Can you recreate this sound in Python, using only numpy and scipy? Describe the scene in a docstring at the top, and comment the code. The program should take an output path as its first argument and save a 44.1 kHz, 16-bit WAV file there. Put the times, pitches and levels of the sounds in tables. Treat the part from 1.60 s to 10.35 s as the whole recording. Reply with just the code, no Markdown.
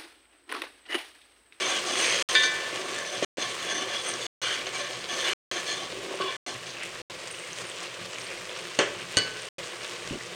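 """Kitchen: tomato puree sizzles in hot oil in a steel pot, bubble bursts ringing over fine hiss.
A steel ladle scrapes and knocks the floor and clinks on the bare wall, each heard as decaying modes.
Large steam bubbles pop, the puree sloshes as band-passed bubble noise, dull bumps fall nearby.
A hum of filtered noise sits below. The sound cuts out to silence seven times."""
import sys
import numpy as np
from scipy import signal
from scipy.fft import rfft, irfft
from scipy.io import wavfile

SR = 44100
rng = np.random.default_rng(int(sys.argv[2]) if len(sys.argv) > 2 else 0)


def gain_from_decibels(decibels):
    """Convert decibel values to linear amplitude factors."""
    exponent = np.asarray(decibels, float) / 20
    return 10 ** exponent


def output_pcm(signal):
    """Save a mono or channel-first signal as 16-bit PCM at the path in sys.argv[1].

    Samples are clipped to [-1, 1] before scaling.
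    """
    pcm = np.clip(np.atleast_2d(signal).T, -1, 1) * 32767
    wavfile.write(sys.argv[1], SR, np.round(pcm).astype(np.int16))


N = 385864

# Modes of the pot floor, damped by puree. Each row: pitch in Hz, relative level in dB,
# nominal t60 in s (scaled where used).
FLOOR_MODES = [(380, 0, .25), (424, -15, 0.17), (500, -16, 0.14), (573.6, -6, 0.46), (736, 1, .1),
               (1058, -13, 0.73), (1132, -3.5, 0.29), (1570, -6.5, 0.17), (1750, -5, 0.31),
               (2035, -6, 0.11), (2186, -9, 0.19), (2300, -3, 0.12), (2453, -9, 0.11), (2720, -20, 0.088),
               (2908, -1, 0.11), (3165, -1, 0.19), (3380, 0.5, .12), (3522, -1, 0.14), (4096, 2.5, 0.053),
               (4280, -2, 0.12), (4530, -7.5, 0.14), (5650, -11, 0.052), (6174, 6, 0.064), (6550, 1, 0.065),
               (7660, -31.5, 0.055)]


def rms_one(x):
    """Scale to rms 1."""
    return x / np.sqrt(np.mean(x ** 2) + 1e-20)


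def drift(corner_hz):
    """Slow random wander of rms about 1: low-passed noise drawn every 40 samples."""
    pole = np.exp(-80 * np.pi * corner_hz / SR)
    noise = rng.standard_normal(N // 40 + 2002)
    slow = signal.lfilter([1], [1, -2 * pole, pole * pole], noise)[2000:]  # settled part
    return np.interp(np.arange(N) / 40, np.arange(len(slow)), rms_one(slow))


def ring(clicks, hz, t60_s):
    """Two-pole resonator: a unit click sets a decaying sine of height 1 ringing."""
    radius = gain_from_decibels(-60 / (t60_s * SR))
    angle = 2 * np.pi * min(hz, .45 * SR) / SR
    feedback = [1, -2 * radius * np.cos(angle), radius * radius]
    return signal.lfilter([0, np.sin(angle)], feedback, clicks + 1e-18)


def colour(x, spectrum):
    """Causal (minimum-phase) filter that follows a (Hz, dB) spectrum; rms 1."""
    hz, level_db = np.transpose(spectrum)
    bins_hz = np.linspace(1, SR / 2, 8193)
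    cepstrum = irfft(np.log(gain_from_decibels(np.interp(np.log(bins_hz), np.log(hz), level_db))))
    cepstrum[1:8192] *= 2  # fold to the causal half
    cepstrum[8193:] = 0
    impulse = irfft(np.exp(rfft(cepstrum)))
    return rms_one(signal.fftconvolve(x, impulse)[:N])


def grains(per_s, spread_db):
    """Random clicks of either sign, a few much larger than the rest."""
    excess = np.minimum(rng.exponential(1, N), 4.8)
    sizes = gain_from_decibels(spread_db * excess) * rng.choice([-1, 1], N)
    return sizes * (rng.random(N) < per_s / SR)


def clicks_at(times_s, heights):
    """A click train."""
    out = np.zeros(N)
    np.add.at(out, (np.asarray(times_s) * SR).astype(int), heights)
    return out


def swell(middle_s, half_s):
    """Rises to a flat top of 1 and falls again."""
    return np.exp(-((np.arange(N) / SR - middle_s) / half_s) ** 4)


def bandpass(x, order, low_hz, high_hz):
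    """Butterworth band-pass."""
    return signal.sosfilt(signal.butter(order, [low_hz, high_hz], "band", fs=SR, output="sos"), x)


def bubbles(per_s, low_hz, high_hz, cycles, patchy_db):
    """Clumped bursts dealt to twenty pitches; each size of bubble comes and goes on its own."""
    born = grains(per_s * gain_from_decibels(3.0 * drift(14)), spread_db=3.0)
    dealt = rng.integers(0, 20, N)
    out = np.zeros(N)
    for k, hz in enumerate(np.geomspace(low_hz, high_hz, 20)):
        rung = ring(born * (dealt == k), hz, t60_s=cycles / hz)
        out += hz * gain_from_decibels(patchy_db * drift(9.9)) * rung
    return rms_one(out)


def frying():
    """Tiny steam bubbles burst in clumps and ring a few cycles, over a smooth hiss of farther ones."""
    # Vigour, raised where the ladle bares hot steel. Each row: time in s, relative level in dB.
    vigour = [(0, -34.5), (.2, -36.5), (.45, -31), (.62, -32), (.9, -36.5), (1.5, -38.5), (2.5, -38.5),
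              (2.9, -38.5), (3.45, -40), (3.7, -34), (4.0, -38.5), (4.6, -40.5), (5.2, -42.5),
              (5.57, -41.5), (6.0, -40), (6.34, -41.5), (6.59, -40.5), (6.85, -41), (7.69, -41),
              (7.88, -40), (8.75, -40.5)]
    # Filter curves. Each row: frequency in Hz, relative level in dB.
    sizzle_spectrum = [(120, -45.5), (200, -17.5), (322, -14), (347, 0.5), (409, -5.5), (509, 0),
                       (821, -11.5), (1120, -5), (1370, -9), (1620, -6.5), (2910, -5), (3690, -9),
                       (8740, -17), (11100, -33), (16000, -38)]
    hiss_spectrum = [(5000, -26), (6500, 3), (7600, -27.5), (8200, 5), (9000, 7.5), (9600, -11),
                     (11000, -24.5), (16000, -29)]
    # Flurries of fine hiss. Each row: middle in s, half length in s, rise in dB.
    flurries = [(2.5, .1, 9), (2.9, 0.076, 8), (5.754, 0.067, 10), (5.968, 0.15, 8.5), (6.395, 0.072, 5),
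                (6.66, .09, 9.5)]
    vigour_s, vigour_db = np.transpose(vigour)
    sizzle_db = np.interp(np.arange(N) / SR, vigour_s, vigour_db)
    # hiss swings 2 dB for each dB of vigour
    hiss_db = -57.5 + 2 * (sizzle_db - sizzle_db.mean()) + 1.6 * drift(3.6)
    for middle_s, half_s, up_db in flurries:
        hiss_db += up_db * swell(middle_s, half_s)
    near = bubbles(5000, 289, 15000, cycles=6.0, patchy_db=3.9)
    far = bubbles(2500, 5000, 10500, cycles=22.0, patchy_db=6.8)
    sizzle = colour(near + gain_from_decibels(-0.5) * rng.standard_normal(N), sizzle_spectrum)
    hiss = colour(far + gain_from_decibels(-7) * rng.standard_normal(N), hiss_spectrum)
    return gain_from_decibels(sizzle_db + 2.0) * sizzle + gain_from_decibels(hiss_db) * hiss


def dragging(octave):
    """Stroke drive at one pitch: each presses, holds, lifts and favours its own part of the floor."""
    # Each row: start in s, length in s, relative level in dB, favoured pitch in octaves from 3 kHz,
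    # loss in dB per octave away from it.
    strokes = [(0.0, 0.094, -29.5, -0.44, 3), (0.089, .08, -29, -0.1, 4.5), (0.257, 0.085, -32, 1.1, 1),
               (.36, 0.065, -29, 0.4, 4), (.42, 0.3, -28.5, 0.8, 6.5), (0.686, 0.033, -35, -2, 7.5),
               (0.752, 0.049, -23, 0, 14), (0.819, 0.043, -31, 0.7, 2.5), (0.907, 0.13, -38.5, -.7, 3.),
               (1.15, 0.29, -37.5, -1.7, 2.5), (1.453, .12, -38, -0.071, 1.5), (1.623, .03, -29, -0.4, 3.),
               (1.789, 0.055, -32, -0.4, 3), (1.87, .05, -37, -0.4, 5), (1.985, .1, -33, -0.47, 5.5),
               (2.093, 0.13, -33, -0.6, 2), (2.27, .05, -34.5, -0.2, 4.5), (2.332, 0.063, -33.5, 0, 3.5),
               (2.444, 0.085, -32, -0.7, 4), (2.504, 0.027, -39, .2, 0), (2.607, .07, -35.5, 0, 7),
               (2.819, 0.13, -29.5, 0, 5.5), (2.967, 0.045, -35.5, -1.1, 4.5), (3.131, 0.079, -37.5, 0, 1),
               (3.183, 0.081, -35.5, -0.6, 6.), (3.29, 0.12, -42, -0.5, 1), (3.487, 0.12, -33.5, -0.3, 3.5),
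               (3.583, 0.047, -33, .2, 6.5), (3.642, .11, -26.5, -0.15, 8.), (3.9, 0.07, -31, -0.8, 3.5),
               (4.06, 0.082, -30, 0.1, 5.5), (4.157, .08, -38, -1.5, 2), (4.367, 0.17, -33, -3, 10),
               (4.6, 0.068, -26, -1.47, 26.), (4.605, 0.096, -33, 0, 37), (4.67, .1, -33.5, -0.3, 11),
               (4.85, 0.06, -36.5, 0.3, 2.5), (5.06, 0.044, -41, 0.6, 5)]
    press_s, lift_s = 0.013, 0.032
    start_s, length_s, level_db, favoured, loss_db = np.transpose(strokes)[:, :, None]
    t = np.arange(0, N + 50, 50) / SR
    pressed = np.clip((t - start_s) / press_s + .5, 0, 1)
    held = pressed * np.exp(-np.maximum(t - start_s - length_s, 0) / lift_s)
    drive = held * gain_from_decibels(level_db - np.abs(loss_db * (octave - favoured)))
    return np.interp(np.arange(N) / SR, t, np.sqrt(np.sum(drive ** 2, axis=0)))


def scrape():
    """The edge catches on the steel thousands of times a second; its place decides which modes sound."""
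    # Direct scratch. Each row: frequency in Hz, relative level in dB.
    scratch_spectrum = [(3000, -44), (5000, 7), (7500, 0), (8700, 4), (10000, -7.5), (12000, -17),
                        (16000, -34)]
    scratch_octave = 1.35  # from 3 kHz
    catches = rms_one(grains(4000 * gain_from_decibels(2.5 * drift(30)), spread_db=2.3))
    out = gain_from_decibels(-6) * dragging(scratch_octave) * colour(catches, scratch_spectrum)
    for k, (hz, mode_db, t60_s) in enumerate(FLOOR_MODES):
        strength = dragging(np.log2(hz / 3000)) * gain_from_decibels(mode_db + 2.6 * drift(4.5))
        drive = (-1) ** k * strength * catches
        # puree under the moving ladle smears each mode into a narrow core and a wide skirt
        out += gain_from_decibels(-36.0) * ring(drive, hz, 0.72 * t60_s)
        out += gain_from_decibels(-24) * ring(drive, hz, 0.08 * t60_s)
    return signal.sosfilt(signal.butter(3, 230, "high", fs=SR, output="sos"), out)


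def low_hum():
    """Noise filtered to low narrow peaks, wavering and rising slowly."""
    # Each row: frequency in Hz, relative level in dB.
    hum_spectrum = [(20, -65), (40, -44), (50, -5), (62, -27.5), (95, -14.5), (121, -0.5), (145, -11.5),
                    (180, -0.5), (210, -17.5), (280, -10.5), (330, -17), (400, -65.5)]
    start_db, rise_db_per_s = -57, 0.28
    level_db = start_db + rise_db_per_s * np.arange(N) / SR + 2.4 * drift(10)
    return gain_from_decibels(level_db) * colour(rng.standard_normal(N), hum_spectrum)


def faint_air():
    """Faint even hiss of the microphone: white noise."""
    return gain_from_decibels(-68.5) * rng.standard_normal(N)


def sloshes():
    """Air caught in the moving puree leaves as a swish of longer-ringing bubbles."""
    # Puree swirls round, fills and leaves the ladle. Each row: middle in s, half length in s,
    # level in dB, centre pitch in Hz.
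    swishes = [(.52, 0.13, -31, 2300), (2.9, 0.1, -37.5, 1580), (3.67, 0.055, -36, 1890),
               (5.22, 0.077, -41, 2400), (5.85, .05, -47, 2300), (6.277, 0.059, -42.5, 2700),
               (6.684, .05, -43.5, 2300)]
    spread = 1.25  # pitch ratio up and down
    caught = bubbles(1500, 1100, 3600, cycles=17.0, patchy_db=2.3)
    out = np.zeros(N)
    for middle_s, half_s, level_db, hz in swishes:
        swish = rms_one(bandpass(caught, 2, hz / spread, hz * spread))
        out += gain_from_decibels(level_db) * swell(middle_s, half_s) * swish
    return out


def clinks():
    """Ladle on bare wall: blow height blends two mode patterns; a bright tick starts it."""
    # Each row: time in s, level in dB, height from 0 low to 1 rim, tick level in dB.
    blows = [(0.7512, -17.5, .02, -18), (0.834, -22, 0.58, -24.5), (0.856, -34, 0.46, -35),
             (4.61, -30.5, 0.68, -44.5), (4.68, -39, .1, -50), (7.19, -33, 0.57, -15.5),
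             (7.5701, -20, 1, -10.5), (7.578, -49.5, 0.58, -14.5), (7.586, -47, 0.74, -16)]
    # Wall mode pitches in Hz; the last three are close twins that beat.
    wall_hz = [428, 1066, 1512, 1653, 1763, 1981, 2008, 2328, 2754, 2966, 3262, 3321, 3413, 3515, 3661,
               4005, 4102, 4264, 4334, 4463, 4517, 4581, 4651, 4893, 5195, 6342, 6476, 6600, 7289, 8382,
               1521, 2338, 1996]
    # One row per pitch: t60 in s, relative level in dB struck low down, the same near the rim.
    wall_modes = [(1, -28.5, -19.5), (0.98, -17, -25.5), (0.68, -10.5, -12), (0.85, -20.5, -19.5),
                  (0.95, 0, -32), (0.18, -18, -12.5), (1, -10.5, -35.5), (0.56, -9, -25.5),
                  (.42, -12, -34.5), (0.28, -32.5, 0), (0.63, -17.5, -32.5), (.3, -13, -24.5),
                  (0.51, -9.5, -21.5), (0.34, -5, -33), (0.5, 0, -45), (0.24, -25, -13), (0.31, -24.5, -20),
                  (0.34, -33, -17), (0.28, -33, -7.5), (.25, -31, -9.5), (.2, -22, -10.5),
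                  (0.32, -24.5, -6), (.45, -17, -21.5), (.35, -12, -27.5), (0.34, -22, -16),
                  (.3, -29, -26.5), (.3, -30.5, -27), (.1, -27.5, -15), (0.26, -23.5, -21),
                  (0.073, -34, -4), (0.23, -12.5, -7.5), (.4, -12.5, -27), (.5, -19, -34.5)]
    s, level_db, height, tick_db = np.transpose(blows)
    height = np.clip(height, 0, 1)
    tick = clicks_at(s, -gain_from_decibels(tick_db))
    out = ring(tick, 4400, 0.017)
    out += gain_from_decibels(2.5) * ring(tick, 6500, 0.0039)
    out += gain_from_decibels(-8) * ring(tick, 8500, 0.012)
    for k, (hz, (t60_s, low_db, rim_db)) in enumerate(zip(wall_hz, wall_modes)):
        strength = gain_from_decibels(level_db + (1 - height) * low_db + height * rim_db)
        out += (-1) ** k * ring(clicks_at(s, strength), hz, t60_s)
    return out


def knocks():
    """A blow strikes every floor mode, pushes a low thud through the puree and leaves a dying wash."""
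    # Ladle edge on the floor. Each row: time in s, relative level in dB, brightness in dB per octave,
    # thud and wash in dB relative to that level.
    blows = [(0.791, -34, -2, -12, -9), (1.126, -27.5, -6, -1.5, -9), (1.6249, -15.5, -8, 0, -17.5),
             (1.783, -31.5, 0.5, 9.5, -13), (1.823, -31.5, 3.5, -9, -8), (2.454, -35.5, -3, -18, -4),
             (3.067, -27.5, 0.5, -10, -7), (4.327, -31, -17, 3.5, -21), (4.435, -32, -14, -5, -19),
             (4.51, -25, -15, -5, -27), (4.541, -23, -13, -2, -29), (4.601, -17.5, -10, -6, -30),
             (4.64, -18, -10, -14, -30), (7.1890, -11.5, -1.5, 1.5, -7), (7.5702, -25, 3, 6.5, -3.5)]
    # Many overlapping floor modes. Each row: frequency in Hz, relative level in dB.
    wash_spectrum = [(200, -15), (400, 6.5), (800, -8), (2200, -0.5), (3300, -6), (4200, -21), (6200, -14),
                     (9000, -24), (12000, -55)]
    wash_t60_s = 0.3
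    s, level_db, bright_db, thud_db, wash_db = np.transpose(blows)
    chance = rng.standard_normal((len(s), len(FLOOR_MODES)))
    thud = clicks_at(s, gain_from_decibels(level_db + thud_db))
    out = -ring(thud, 543, 0.018) - gain_from_decibels(-10.0) * ring(thud, 320, 0.067)
    for k, (hz, mode_db, t60_s) in enumerate(FLOOR_MODES):
        tilt_db = bright_db * np.log2(hz / 500)
        strength = gain_from_decibels(level_db + mode_db - 14 + tilt_db + 0.58 * chance[:, k])
        out += (-1) ** k * ring(clicks_at(s, strength), hz, 0.75 * t60_s)
    decay = gain_from_decibels(-60 / (wash_t60_s * SR))
    dying = signal.lfilter([1], [1, -decay], clicks_at(s, gain_from_decibels(level_db + wash_db)))
    return out + dying * colour(rng.standard_normal(N), wash_spectrum)


def pops():
    """Each large steam bubble swells within a few cycles, rings briefly and spits a little noise."""
    # Each row: time in s, relative level in dB, pitch in Hz.
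    bursts = [(2.539, -13.5, 6000), (3.0587, -19.5, 2970), (3.4905, -24, 3030), (5.746, -23, 2880),
              (5.786, -23, 2900), (5.839, -25, 2140), (5.8675, -25, 2340), (5.931, -17, 6160),
              (6.619, -22, 5550), (6.668, -22, 4700), (6.0978, -18, 8150), (6.116, -23, 3250),
              (6.5836, -20.5, 2300), (6.6164, -33, 2300), (6.776, -24, 2150), (6.8938, -19.5, 3260),
              (7.7618, -24.5, 1570), (8.5, -20.5, 2850), (8.5362, -22.5, 2830), (8.6092, -22, 1970)]
    out, t = np.zeros(N), np.arange(400) / SR
    for s, level_db, hz in bursts:
        shape = t * hz / 2.4 * np.exp(1 - t * hz / 2.35)
        spit = gain_from_decibels(-24) * np.exp(-t / 0.0027) * rng.standard_normal(len(t))
        grain = shape * np.sin(2 * np.pi * hz * t) + spit
        out += np.convolve(clicks_at([s], gain_from_decibels(level_db - 8.0)), grain)[:N]
    return out


def bumps():
    """Dull bumps nearby: softened clicks ring low, a few cycles long."""
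    # Each row: time in s, relative level in dB, pitch in Hz.
    blows = [(7.568, -27, 104), (8.509, -23, 278), (8.518, -28, 150), (8.529, -23.5, 380),
             (8.542, -29.5, 220), (8.555, -25.5, 353), (8.571, -33, 257)]
    out = np.zeros(N)
    for s, level_db, hz in blows:
        soft = np.convolve(clicks_at([s], gain_from_decibels(level_db)), np.hanning(40) / 20)[:N]
        out += ring(soft, hz, t60_s=11.4 / hz)
    return out


def kitchen(x):
    """Echoes inside the pot and off the walls: a dense, band-limited tail that dies away."""
    t60_s, level_db = 0.66, -15.5
    t = np.arange(SR // 2) / SR
    tail = rng.standard_normal(len(t)) * gain_from_decibels(-60 * t / t60_s) * (t > .003)
    tail = bandpass(tail, 1, 250, 6000)
    return gain_from_decibels(level_db) * signal.fftconvolve(x, tail / np.linalg.norm(tail))[:N]


def scene():
    """Blows and pops get the room; with the scrape they are band-limited, as by the microphone."""
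    blows = knocks() + clinks() + pops()
    steel = bandpass(blows + kitchen(blows) + scrape(), 4, 133, 9800)
    mix = steel + bumps() + frying() + sloshes() + low_hum() + faint_air()
    return mix[None]


def low_pass(x):
    """Removes everything above the highest recorded frequency."""
    return signal.sosfilt(signal.butter(12, 16800, fs=SR, output="sos"), x)


def record(dry):
    """Cuts the mix abruptly to silence in each gap."""
    # Each row: start in s, end in s.
    gaps = [(0.6249, 0.6879), (1.6479, 1.7711), (2.6671, 2.8163), (3.7338, 3.9136), (4.7669, 4.8634),
            (5.418, 5.4988), (7.888, 7.9829)]
    t, on = np.arange(N) / SR, np.ones(N)
    for start_s, end_s in gaps:
        on[(t >= start_s) & (t < end_s)] = 0
    return low_pass(dry * on)


dry = scene()
out = record(dry)
output_pcm(out)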